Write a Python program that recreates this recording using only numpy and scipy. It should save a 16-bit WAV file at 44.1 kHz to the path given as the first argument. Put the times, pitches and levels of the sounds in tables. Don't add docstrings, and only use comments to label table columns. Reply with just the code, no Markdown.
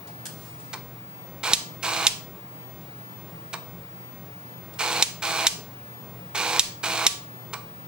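import sys
import numpy as np
from scipy import signal
from scipy.fft import rfft, irfft, next_fast_len
from scipy.io import wavfile
from scipy.ndimage import uniform_filter1d

SR = 44100
rng = np.random.default_rng(int(sys.argv[2]) if len(sys.argv) > 2 else 0)


def output_pcm(signal):
    pcm = np.clip(np.atleast_2d(signal).T, -1, 1) * 32767
    wavfile.write(sys.argv[1], SR, np.round(pcm).astype(np.int16))


def elevation(decibels):
    levels = np.asarray(decibels, float)
    return 10 ** (levels / 20)


N = 347067


def evened(x):
    return x / np.sqrt(np.mean(x ** 2) + 1e-20)


def read(points, hz):
    f, value = np.transpose(points)
    return np.interp(np.log(hz + 1), np.log(f + 1), value)


def add(mix, s, sound):
    part = mix[round(s * SR):][:len(sound)]
    part += sound[:len(part)]


def colour(x, points):
    hz = np.fft.rfftfreq(x.shape[-1], 1 / SR)
    return irfft(rfft(x) * elevation(read(points, hz)), x.shape[-1])


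def ring(x, hz, width):
    return signal.lfilter(*signal.iirpeak(hz, hz / max(width, 5), SR), x)


def drift(count, hz):
    return evened(signal.lfilter(*signal.butter(2, hz, fs=SR), rng.standard_normal(count), axis=-1))


def likeness(z, same):
    same = np.clip(same, -1, 1)[:, None]
    return np.array([z[0], same * z[0] + np.sqrt(1 - same ** 2) * z[1]])


def gate(t, length, rise_s, fall_s):
    rise = 1 - np.exp(-t / max(rise_s, 1e-4))
    return rise * np.exp(-np.maximum(t - length, 0) / max(fall_s, 1e-4))


def monitor():
    whistle_hz = 15600.7
    phase = 2 * np.pi * whistle_hz * np.arange(N) / SR + np.array([[.8], [0]])
    return elevation([[-39.5], [-53.2]] + .2 * drift((2, N), 4)) * np.sin(phase)


# pitch_hz, level_db per Hz
FAN_COLOUR = [(15, -55.5), (25, -41), (63, -18.5), (95, -7), (127, -5), (189, -10), (240, -8), (934, -14),
              (1040, -13.5), (1590, -21), (2190, -20.5), (2710, -24.5), (9990, -35), (14500, -36.5)]
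# pitch_hz, likeness (0 to 1)
FAN_COHERENCE = [(60, 0.86), (180, 0.86), (550, 0.75), (1650, 0.026), (4970, 0.026), (15000, 0.2)]
# pitch_hz, left_minus_right_db
FAN_BALANCE = [(60, -4), (400, -1), (1300, -2.5), (2400, -3.5), (4400, -1.5), (8000, 0.5)]


def fan():
    rush_db, hum_hz = -46.5, 120
    frames, hz = N // 512 + 5, np.fft.rfftfreq(2048, 1 / SR)
    a, b, c, d, patches = rng.standard_normal((frames, 1025, 5)).T
    patches = evened(uniform_filter1d(uniform_filter1d(patches, 14, 0), 6, 1))
    z = likeness([a + 1j * b, c + 1j * d], read(FAN_COHERENCE, hz))
    z = z * elevation(read(FAN_COLOUR, hz)[:, None] + 0.61 * patches)
    z *= elevation(np.outer([.5, -.5], read(FAN_BALANCE, hz)))[:, :, None]
    rush = elevation(rush_db) * evened(signal.istft(z, nperseg=2048, noverlap=1536)[1][:, :N])
    duct = elevation(-51) * evened(ring(ring(rng.standard_normal(N), 171, 37), 171, 37))
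    hum = elevation(-47 + 0.71 * drift(N, 4.8)) * np.sin(2 * np.pi * hum_hz * np.arange(N) / SR)
    return rush + (hum + duct) * elevation([[-.5], [.5]])


# start_s, length_s, level_db
STROKES = [
    (0.268, 0.12, -51),
    (.36, 0.29, -52),
    (.58, 0.21, -57),
]
# pitch_hz, level_db per Hz
SKIN_COLOUR = [(2000, -23), (4000, -6), (7000, -6.5), (12000, -7), (16000, -7.5)]
# start_s, level_db (peak), pitch_hz (centre), t60_s, ringing_share
TICKS = [
    (0.072, -34, 4400, 0.032, 3),
    (0.2543, -21, 8000, 0.067, 1.7),
    (0.2655, -19.5, 9100, 0.029, 1.7),
    (0.601, -37.5, 7870, 0.05, 2.5),
    (4.737, -36.5, 3480, 0.05, 1.5),
    (7.6714, -51, 3880, 0.05, 2.5),
]
# start_s, level_db (peak), pitch_hz (centre), t60_s, ringing_share
KEY_BODY = [
    (.077, -32.5, 750, 0.11, 30),
    (.258, -35.5, 1610, 0.11, 30),
]
# pitch_hz, level_db per Hz
PLASTIC_COLOUR = [(500, -30), (900, -3), (1600, -4), (3000, 4), (6500, 6), (9500, 5), (15000, -5.5)]


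def hand():
    s, length, db = np.transpose(STROKES)[:, :, None]
    done = np.clip((np.arange(N) / SR - s) / length, 0, 1)
    slide = evened(colour(rng.standard_normal((2, N)), SKIN_COLOUR))
    out = slide * (elevation(db) * np.sin(np.pi * done ** 0.57)).sum(0)
    t = np.arange(4000) / SR
    for s, db, hz, t60, share in [*TICKS, *KEY_BODY]:
        burst = rng.standard_normal((2, len(t))) + 0.43 * rng.standard_normal(len(t))
        burst = evened(colour(burst, PLASTIC_COLOUR)) + share * ring(burst, hz, hz / 9)
        envelope = elevation(db - 8.0 - 60 * t / t60) * np.minimum(t / 0.0013, 1)
        add(out.T, s, (envelope * evened(burst)).T)
    return out


# pitch_hz, t60_s
ROOM_DECAY = [(250, 0.49), (1000, 0.39), (2000, 0.33), (4000, 0.33), (8000, 0.29), (14000, 0.19)]
# pitch_hz, likeness (0 to 1)
ROOM_COHERENCE = [(300, 1), (800, 0.34), (2000, 0), (5000, 0)]


def room(x):
    taps = np.zeros((2, SR // 2))
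    at = np.arange(200, SR // 2 - 20, 20)
    at = at + rng.integers(0, 20, (2, len(at)))
    np.put_along_axis(taps, at, rng.choice([-1., 1.], at.shape), 1)
    hz, t, z = signal.stft(taps, SR, nperseg=256)
    decay = elevation(-60 * t / read(ROOM_DECAY, hz)[:, None])
    tail = signal.istft(likeness(z, read(ROOM_COHERENCE, hz)) * decay, SR, nperseg=256)[1]
    return signal.fftconvolve(x[None], tail / np.linalg.norm(tail[0]), axes=1)[:, :N]


# pitch_hz, left_minus_right_db
DRIVE_BALANCE = [(300, 0), (700, -2), (1300, -1.5), (2400, -5.5), (4400, -1.5), (8000, -4)]
# pitch_hz, lag_rad
DRIVE_LAG = [(300, 0), (1000, .25), (2500, .7), (4000, .75), (6500, 1.75), (10000, 2.2)]
# pitch_hz, level_db
DESK_SCATTER = [(1000, -16), (3000, -13), (6500, -9), (11000, -6)]


def placed(x):
    size = next_fast_len(N)
    hz = np.fft.rfftfreq(size, 1 / SR)
    half = elevation(read(DRIVE_BALANCE, hz) / 2)
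    scatter = rng.standard_normal((2, 600)) * np.exp(-np.arange(600) / 130)
    scatter = rfft(scatter / np.linalg.norm(scatter[0]), size) * elevation(read(DESK_SCATTER, hz))
    gains = np.array([half * np.exp(-1j * read(DRIVE_LAG, hz)), 1 / half]) * (1 + scatter)
    return irfft(rfft(x, size) * gains, size)[:, :N]


# pitch_hz, width_hz, level_db
PLATE_MODES = [(2600, 83, -60), (2800, 580, -53), (3655, 97, 21.5), (4050, 108, 16.5), (4530, 220, 16),
               (5400, 210, 25.5), (6140, 180, 5), (6990, 240, 20.5), (9100, 500, -1.5), (10800, 600, 17.5)]
# start_s, level_db
BOUNCES = [
    (0, -20),
    (.0005, -7),
    (.001, -5),
    (.0018, 0),
    (.0028, -5),
    (.0038, -8),
]
# pitch_hz, level_db per Hz
CLACK_COLOUR = [(900, -23), (1500, -22), (2500, -13), (4000, -10), (7000, -10.5), (10000, -16),
                (15000, -24)]


def clack():
    t, blows = np.arange(2500) / SR, np.zeros(300)
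    for s, db in BOUNCES:
        add(blows, s, elevation(db) * np.hanning(5))
    plate = sum(elevation(db) * np.exp(-np.pi * w * t) * np.sin(2 * np.pi * f * t) for f, w, db in PLATE_MODES)
    sound = np.convolve(blows, plate)[:len(t)]
    sound = signal.lfilter(*signal.butter(4, 2100, "high", fs=SR), sound)
    shudder = evened(colour(rng.standard_normal(len(t)), CLACK_COLOUR))
    shudder = shudder * np.minimum(t / .001, 1) * np.exp(-t / .007)
    crack = colour(1. * (np.arange(len(t)) == 90), CLACK_COLOUR)
    crack *= np.linalg.norm(shudder) / np.linalg.norm(crack)
    return sound / abs(sound).max() + .27 * shudder, crack + .3 * shudder


# multiple (of the four-step cycle), level_db
TONES_OUT = [(7, -24), (8, -3), (9, -18), (10, -7), (11, -10), (12, 4), (13, -7.5), (14, -8), (15, -26),
             (16, -10), (17, -10), (18, -1), (19, -6), (20, 0.5), (21, 2.5), (22, -5), (23, -17),
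             (24, -1.5), (25, -3.5), (26, -6), (27, -3), (28, -6.5), (29, -7), (30, -12)]
# multiple (of the four-step cycle), level_db
TONES_IN = [(7, -30), (8, -4), (9, -17), (10, -16), (11, -15.5), (12, -4), (13, -10), (14, -15), (15, -25),
            (16, -1.5), (17, -17), (18, -2), (19, -15.5), (20, 1.5), (21, -15), (22, -13), (23, -13),
            (24, -14), (25, -3), (26, -7), (27, -4), (28, -5), (29, -13.5), (30, -5.5)]
# pitch_hz, level_db per Hz
RATTLE_COLOUR = [(880, -34), (1500, -3), (1950, -18.5), (2360, -1), (2650, -6.5), (3470, -8), (4120, -11.5),
                 (5300, -9), (8180, -12.5), (11000, -19.5), (12700, -18), (14600, -25), (15000, -25.5)]
# pitch_hz, level_db per Hz
BUZZ_COLOUR = [(240, -47), (400, -11), (492, -11.5), (601, -23), (631, -8.5), (1000, -3), (1950, -14.5),
               (2200, -6.5), (2860, -42), (4840, -120)]
# pitch_hz, width_hz, level_db (over the rattle)
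CHASSIS_MODES = [(2334, 180, -3.5), (2870, 90, -5.5), (4040, 570, -3), (6750, 67, -29), (7700, 250, -13.5)]
# rattle_db, buzz_db, tone_db, lock_in_s (rotor), swell_db (buzz near the stop)
WAYS = [
    (-28.5, -25, -37.5, .06, 4),
    (-29.5, -26, -43.5, 0.024, 7.5),
    (-28.5, -25, -54, 0.02, 9),
]


def head_move(length, drive_db, way, tones):
    cycle_hz = 40.67
    rattle_rise_s, rattle_fall_s, buzz_rise_s, buzz_fall_s = 0.0045, 0.0042, 0.0095, 0.016
    jolt_db, jolt_s = 3, 0.023
    sag_db, sag_s, swell_s = -10, 0.069, 0.071
    rattle_db, buzz_db, tone_db, lock_s, swell_db = way
    t = np.arange(round((length + .05) * 200) * SR // 200) / SR
    rattle_db = rattle_db + jolt_db * np.exp(-t / jolt_s)
    travel = 1 - np.exp(-t / sag_s)
    buzz_db = buzz_db + travel * (sag_db + swell_db * np.exp(-abs(length - t) / swell_s))

    turns = cycle_hz * t
    multiple, db = np.transpose(tones)[:, :, None]
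    slip = .009 * multiple * drift((len(db), len(t)), 15)
    tone = elevation(db) * np.cos(2 * np.pi * (multiple * turns + rng.random(db.shape)) + slip)
    tone = tone.sum(0) / np.sqrt((elevation(db[:7]) ** 2).sum() / 2)

    since_step = (4 * turns) % 1
    knock_db = 0.83 * np.minimum(rng.exponential(1, (2, len(t))), 4)
    knocks = elevation(knock_db) * rng.standard_normal((2, len(t)))
    knocks *= rng.random(knocks.shape) < (900 + 2500 * np.exp(-since_step / .3)) / SR
    step = np.diff(np.floor(4 * turns), prepend=0) > 0
    buzz = evened(colour(evened(knocks[0]) + 1.1 * step, BUZZ_COLOUR))
    rattle = evened(knocks[1]) + 1.1 * rng.standard_normal(len(t)) + 3.3 * step
    rattle = colour(rattle, RATTLE_COLOUR) + sum(elevation(g) * ring(rattle, f, w) for f, w, g in CHASSIS_MODES)

    noisy = elevation(buzz_db - 3.5) * buzz * gate(t, length, buzz_rise_s, buzz_fall_s)
    noisy += elevation(rattle_db) * evened(rattle) * gate(t, length, rattle_rise_s, rattle_fall_s)
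    tone = elevation(tone_db) * tone * gate(t, length, lock_s, rattle_fall_s)
    return elevation(drive_db) * np.array([tone, noisy])


# start_s, level_db, direction (0 out, 1 in)
SEEKS = [
    (1.431, 0, 0),
    (1.825, 0.4, 1),
    (4.787, 0.3, 0),
    (5.220, 0.76, 1),
    (6.346, 0.4, 0),
    (6.829, 0.4, 1),
]
# start_s, level_db (peak)
CLACKS = [
    (1.5334, 0),
    (2.0672, -1),
    (5.024, -1),
    (5.4675, 0),
    (6.5939, 0),
    (7.0653, 0),
]
# start_s, level_db
NUDGES = [
    (0.7296, -3),
    (3.529, -2.5),
    (7.5294, -2.5),
]


def drive():
    nudge_s = 0.0116
    near, walls = np.zeros((2, N))
    moves = [(s, stop - s, db, round(way)) for (s, db, way), (stop, _) in zip(SEEKS, CLACKS)]
    for s, length, db, way in moves + [(s, nudge_s, db, 2) for s, db in NUDGES]:
        tone, noisy = head_move(length, db, WAYS[way], (TONES_OUT, TONES_IN, TONES_IN)[way])
        add(near, s, tone + noisy)
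        add(walls, s, .25 * tone + noisy)
    near = near + 2.8 * ring(near, 1143, 4.5)
    for s, db in CLACKS:
        ringing, shudder = clack()
        add(near, s + .0005, elevation(db + 13.5) * ringing)
        add(walls, s, elevation(db - 4.5) * shudder)
    return near, walls


def scene():
    (near, walls), fingers = drive(), hand()
    broad = placed(near) + fingers + elevation(-8.0) * room(walls + 1.5 * fingers[0]) + fan()
    return signal.lfilter(*signal.butter(3, 14500, fs=SR), broad) + monitor()


def top_cut(x):
    return signal.sosfilt(signal.butter(12, 16510, fs=SR, output="sos"), x)


def record(dry):
    release_s, edge_hz = .028, 16200
    excess_db = np.maximum(20 * np.log10(abs(dry).max(0) + 1e-9) + 1.5, 1e-6)
    fade = np.arange(N) / (release_s * SR)
    cut_db = np.exp(np.maximum.accumulate(np.log(excess_db) + fade) - fade)
    cut_db = signal.lfilter([.15], [1, .15 - 1], cut_db)
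    limited = np.clip(dry / elevation(cut_db), -1, 1)
    low_pass = signal.firwin(255, edge_hz, window=("kaiser", 9), fs=SR)
    return top_cut(signal.oaconvolve(limited, low_pass[None], "same"))


dry = scene()
out = record(dry)
output_pcm(out)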